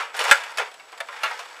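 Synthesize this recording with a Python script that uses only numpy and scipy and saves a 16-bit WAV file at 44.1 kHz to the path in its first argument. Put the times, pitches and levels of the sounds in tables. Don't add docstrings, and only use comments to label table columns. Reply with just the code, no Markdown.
import sys
import numpy as np
from scipy import signal
from scipy.fft import rfft, irfft
from scipy.io import wavfile

SR = 44100
rng = np.random.default_rng(int(sys.argv[2]) if len(sys.argv) > 2 else 0)


def decibels_to_gain(level_db):
    exponent = np.asarray(level_db, float) / 20
    return 10 ** exponent


def unload_wav(signal):
    wavfile.write(
        sys.argv[1],
        SR,
        np.round(np.clip(np.atleast_2d(signal).T, -1, 1) * 32767).astype(np.int16),
    )


N = 70560

# start in seconds, peak in dB, length of the drive in seconds.
SLAM = (.3121, 2.0, .009)


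def rms_one(x):
    return x / np.sqrt(np.mean(x ** 2) + 1e-20)


def at_hz(points, hz):
    point_hz, point_db = np.transpose(points)
    return np.interp(np.log(hz), np.log(point_hz), point_db)


def ringing(hz, db, t60, phase, size):
    t = np.arange(size) / SR
    decay = np.exp(-np.log(1000) * t / t60[:, None])
    waves = np.sin(2 * np.pi * hz[:, None] * t + phase[:, None])
    return (decibels_to_gain(db)[:, None] * decay * waves).sum(axis=0)


def rink(treble_db, bass_db, count=56, size=4000):
    # frequency in Hz, level in dB.
    rink_colour = [(150, -63), (250, -39), (450, -8), (1410, -2.5), (2570, -7), (3060, -13), (4550, -19),
                   (9560, -30), (15500, -45)]
    treble_hz, bass_hz = 4000, 800
    ring_s_at_1k, ring_slope, mode_spread_db = 0.097, 0.37, 3.5
    shell_hz, shell_t60_s, shell_db = 3294, 0.028, -0.3

    def colour(hz):
        treble = treble_db / (1 + (treble_hz / hz) ** 2)
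        bass = bass_db / (1 + (hz / bass_hz) ** 2)
        return at_hz(rink_colour, hz) + treble + bass

    hz = 400 + (np.arange(count) + rng.random(count)) * shell_hz / count
    t60 = ring_s_at_1k * (1000 / hz) ** ring_slope
    db = colour(hz) - 10 * np.log10(t60) + mode_spread_db * rng.standard_normal(count)
    phase = np.pi * (rng.random(count) > .5)
    low = ringing(hz, db, t60, phase, size)

    f = np.arange(1, size // 2 + 2) * SR / size
    high_pass = 1 / np.sqrt(1 + (shell_hz / f) ** 12)
    dense = irfft(rfft(rng.standard_normal(size)) * decibels_to_gain(colour(f)) * high_pass, size)
    scale = np.sqrt(count * SR / shell_hz / shell_t60_s) / 2 * decibels_to_gain(shell_db + mode_spread_db)
    shell = scale * dense * decibels_to_gain(-60 * np.arange(size) / SR / shell_t60_s)
    return low, shell


def contacts(per_s, spread_db, size):
    strength = decibels_to_gain(spread_db * np.minimum(rng.exponential(1, size), 4.0))
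    sign = rng.choice([-1, 1], size)
    return strength * sign * (rng.random(size) < per_s / SR)


def strike(s, db, length, body):
    t = np.arange(4000) / SR
    push = contacts(per_s=2500, spread_db=2.5, size=4000) * np.exp(-(t / max(length, .001)) ** 2)
    push[0] = 7.0
    sound = signal.fftconvolve(push, body)
    out, start = np.zeros(N + SR), int(s * SR)
    out[start:start + len(sound)] = decibels_to_gain(db) * sound / np.abs(sound).max()
    return out[:N]


def slides():
    # time in seconds, level in dB, treble in dB.
    slide_effort = [(0, -29.5, -0.5), (0.129, -45, -7), (.15, -37.5, 8), (.19, -32, 1), (0.209, -28, 6),
                    (.3, -25.5, 2.5), (.36, -29, 3.5), (.46, -39, 1), (.57, -43, 0.7), (.62, -30, -6.5),
                    (.74, -54.5, 4), (.9, -52, 0), (1.08, -48.5, 4), (1.19, -37.5, -1.7), (1.28, -36, 1.2),
                    (1.38, -38.5, 1.5), (1.47, -46.5, 5), (1.6, -43.5, 0.5)]
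    places, grains_per_s, spread_db = 4, 2400, 3.6
    s, db, treble_db = np.transpose(slide_effort)
    t, low, high = np.arange(N) / SR, 0, 0
    for _ in range(places):
        grains = contacts(grains_per_s / places, spread_db, N)
        body, shell = rink(0.11, 0.11)
        low = low + signal.fftconvolve(grains, body)[:N]
        high = high + signal.fftconvolve(grains, shell)[:N]
    bright = low + high * decibels_to_gain(np.interp(t, s, treble_db))
    return decibels_to_gain(np.interp(t, s, db)) * bright / low.std()


def hush():
    # frequency in Hz, level in dB per Hz.
    hush_colour = [(35, -58), (60, -31), (200, -20), (400, -8), (810, .1), (2010, -9.5), (5320, -14),
                   (15500, -33)]
    hz = np.maximum(np.arange(N // 2 + 1) * SR / N, 20)
    noise = irfft(rfft(rng.standard_normal(N)) * decibels_to_gain(at_hz(hush_colour, hz)), N)
    return decibels_to_gain(-52.5) * rms_one(noise)


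def whine():
    whine_hz, whine_db, phase_jump = 7837.2, -65, -2.4
    frames_per_s, frame_start_s = 60, .0052
    tick_gain, tick_s, tick_drop_hz = 3.5, .0007, 200
    t = np.arange(N) / SR
    turn = (t - frame_start_s) * frames_per_s % 1
    since = turn / frames_per_s
    steady = np.exp(1j * phase_jump * (.5 - turn))
    tick = tick_gain * np.exp(-since / tick_s - 2j * np.pi * tick_drop_hz * since)
    carrier = np.exp(2j * np.pi * whine_hz * t)
    return decibels_to_gain(whine_db) * np.sqrt(2) * np.real((steady + tick) * carrier)


def knocks():
    # start in seconds, peak in dB, rattle length in seconds, treble in dB, bass in
    # dB.
    opening_knock = (.0002, -18, .025, -18, -18)
    # start in seconds, peak in dB, rattle length in seconds, treble in dB, bass in dB.
    firm_knocks = [(0.143, -24, .012, -17, 2), (.1915, -12.5, .005, 9, -5), (0.204, -13.5, .014, 8, 13),
                   (0.254, -16.5, 0.01, -21, 16), (.291, -13, .005, -5, 2), (.573, -18.5, 0.013, 11.5, -10),
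                   (0.583, -11.5, 0.021, 5, 7.5), (0.601, -17.5, 0.032, -3, 10.5),
                   (0.798, -33, .01, -11, -13), (.927, -30, .01, -8, 4), (1.003, -19, .008, 3, -6),
                   (1.086, -24, 0.014, -12.5, -2.5), (1.234, -11, .026, -2, -10),
                   (1.26, -18.5, 0.03, -13, -18), (1.311, -21, 0.02, -13, -7), (1.392, -22, .02, 4, -4)]
    # start in seconds, peak in dB, rattle length in seconds,
    # treble in dB, bass in dB.
    light_ticks = [(0.167, -24, .012, 21, -6), (0.24, -22.5, 0.0032, 25, 3), (0.3016, -20, .001, 16, -13),
                   (.436, -26, 0.017, 3, -7), (0.518, -30.5, 0.0057, 6, 1), (0.715, -31.5, 0.0032, 6, 7),
                   (.742, -33.5, 0.0035, 17, 9), (0.92, -39, 0.01, 24, -7), (.977, -32.5, 0.0095, 10, 4),
                   (1.128, -30, 0.012, -1, -6), (1.164, -29.5, .008, -3, -7), (1.454, -32, 0.011, -5, -4.5),
                   (1.499, -36, 0.0073, -3, .1)]
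    out = np.zeros(N)
    for s, db, length, treble_db, bass_db in [opening_knock, *firm_knocks, *light_ticks]:
        low, shell = rink(treble_db, bass_db)
        out += strike(s, db, length, low + shell)
    return out


def notes():
    # start in seconds, frequency in Hz, level in dB, t60 in seconds.
    woken_modes = [(.002, 1383, -28, .1), (.002, 800, -30, .1), (.2, 997, -24, .12), (.257, 1380, -24, .08),
                   (.291, 1100, -18, .05), (.585, 3043, -24, .08), (.588, 1425, -22, .12),
                   (.6, 480, -30, .1), (1.004, 1720, -26, .05), (1.008, 670, -29, .1),
                   (1.004, 2295, -30, .07), (1.088, 1040, -29, .07), (1.125, 1870, -36, .1),
                   (1.236, 1373, -19, .16), (1.24, 1130, -24, .12), (1.238, 1720, -22, .13),
                   (1.234, 2369, -26, .12), (1.31, 750, -32, .15)]
    out, t = np.zeros(N + SR), np.arange(8000) / SR
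    swell = 1 - np.exp(-t / .002)
    for s, hz, db, t60 in woken_modes:
        start = int(s * SR)
        out[start:start + len(t)] += decibels_to_gain(db - 60 * t / t60) * swell * np.sin(2 * np.pi * hz * t)
    return out[:N]


def slam():
    # frequency in Hz, level in dB, t60 in seconds.
    slam_modes = [(562, -22, 0.1), (861, -24, 0.15), (1160, -23, 0.078), (1386, -11, .12), (1430, -20, .24),
                  (1516, -15, .09), (1658, -8, .04), (1820, -15, .045), (1940, -19, .05), (2072, -17, .04),
                  (2250, -16, .04), (2395, -20, .04), (2552, -20, .04), (3025, -22, .045)]
    body_db, crack_db, crack_s = .8, -2.5, .015
    s, peak_db, length = SLAM
    t = np.maximum(np.arange(N) / SR - s, 0)
    free = np.maximum(t - length, 0)
    body = np.zeros(N)
    for hz, db, t60 in slam_modes:
        body += decibels_to_gain(db + body_db - 60 * free / t60) * np.sin(2 * np.pi * (hz * t + rng.random()))
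    crack = strike(s, peak_db + crack_db, crack_s, sum(rink(13.0, -14)))
    return body * (1 - np.exp(-t / .0003)) + crack


def thump():
    thump_db, thump_hz = -52, 60
    t = np.maximum(np.arange(N) / SR - SLAM[0], 0)
    return decibels_to_gain(thump_db) * thump_hz * 6 * t * np.exp(-thump_hz * 3 * t)


def room(x):
    t60_s, wall_cut_hz = 0.26, 2700
    t = np.arange(SR // 2) / SR
    noise = rng.standard_normal(len(t)) * np.minimum(t / 0.021, 1)
    low = signal.sosfilt(signal.butter(1, wall_cut_hz, fs=SR, output="sos"), noise)
    tail = low * decibels_to_gain(-60 * t / t60_s) + (noise - low) * decibels_to_gain(-110 * t / t60_s)
    return signal.fftconvolve(x, tail / np.sqrt(np.sum(tail ** 2)))[:N]


def scene():
    play = knocks() + notes() + slam() + slides()
    in_room = play + decibels_to_gain(-15.5) * room(play)
    heard = signal.sosfilt(signal.butter(5, 400, "high", fs=SR, output="sos"), in_room)
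    return (heard + thump() + hush() + whine())[None]


def top_cut(x):
    return signal.sosfilt(signal.butter(12, 16040, fs=SR, output="sos"), x)


def record(dry):
    clip_top, cutoff_hz = .98, 15500
    x = dry / (1 + np.abs(dry / clip_top) ** 8) ** (1 / 8)
    x = signal.sosfilt(signal.cheby2(20, 65, cutoff_hz + 150, fs=SR, output="sos"), x)
    return top_cut(x)


dry = scene()
out = record(dry)
unload_wav(out)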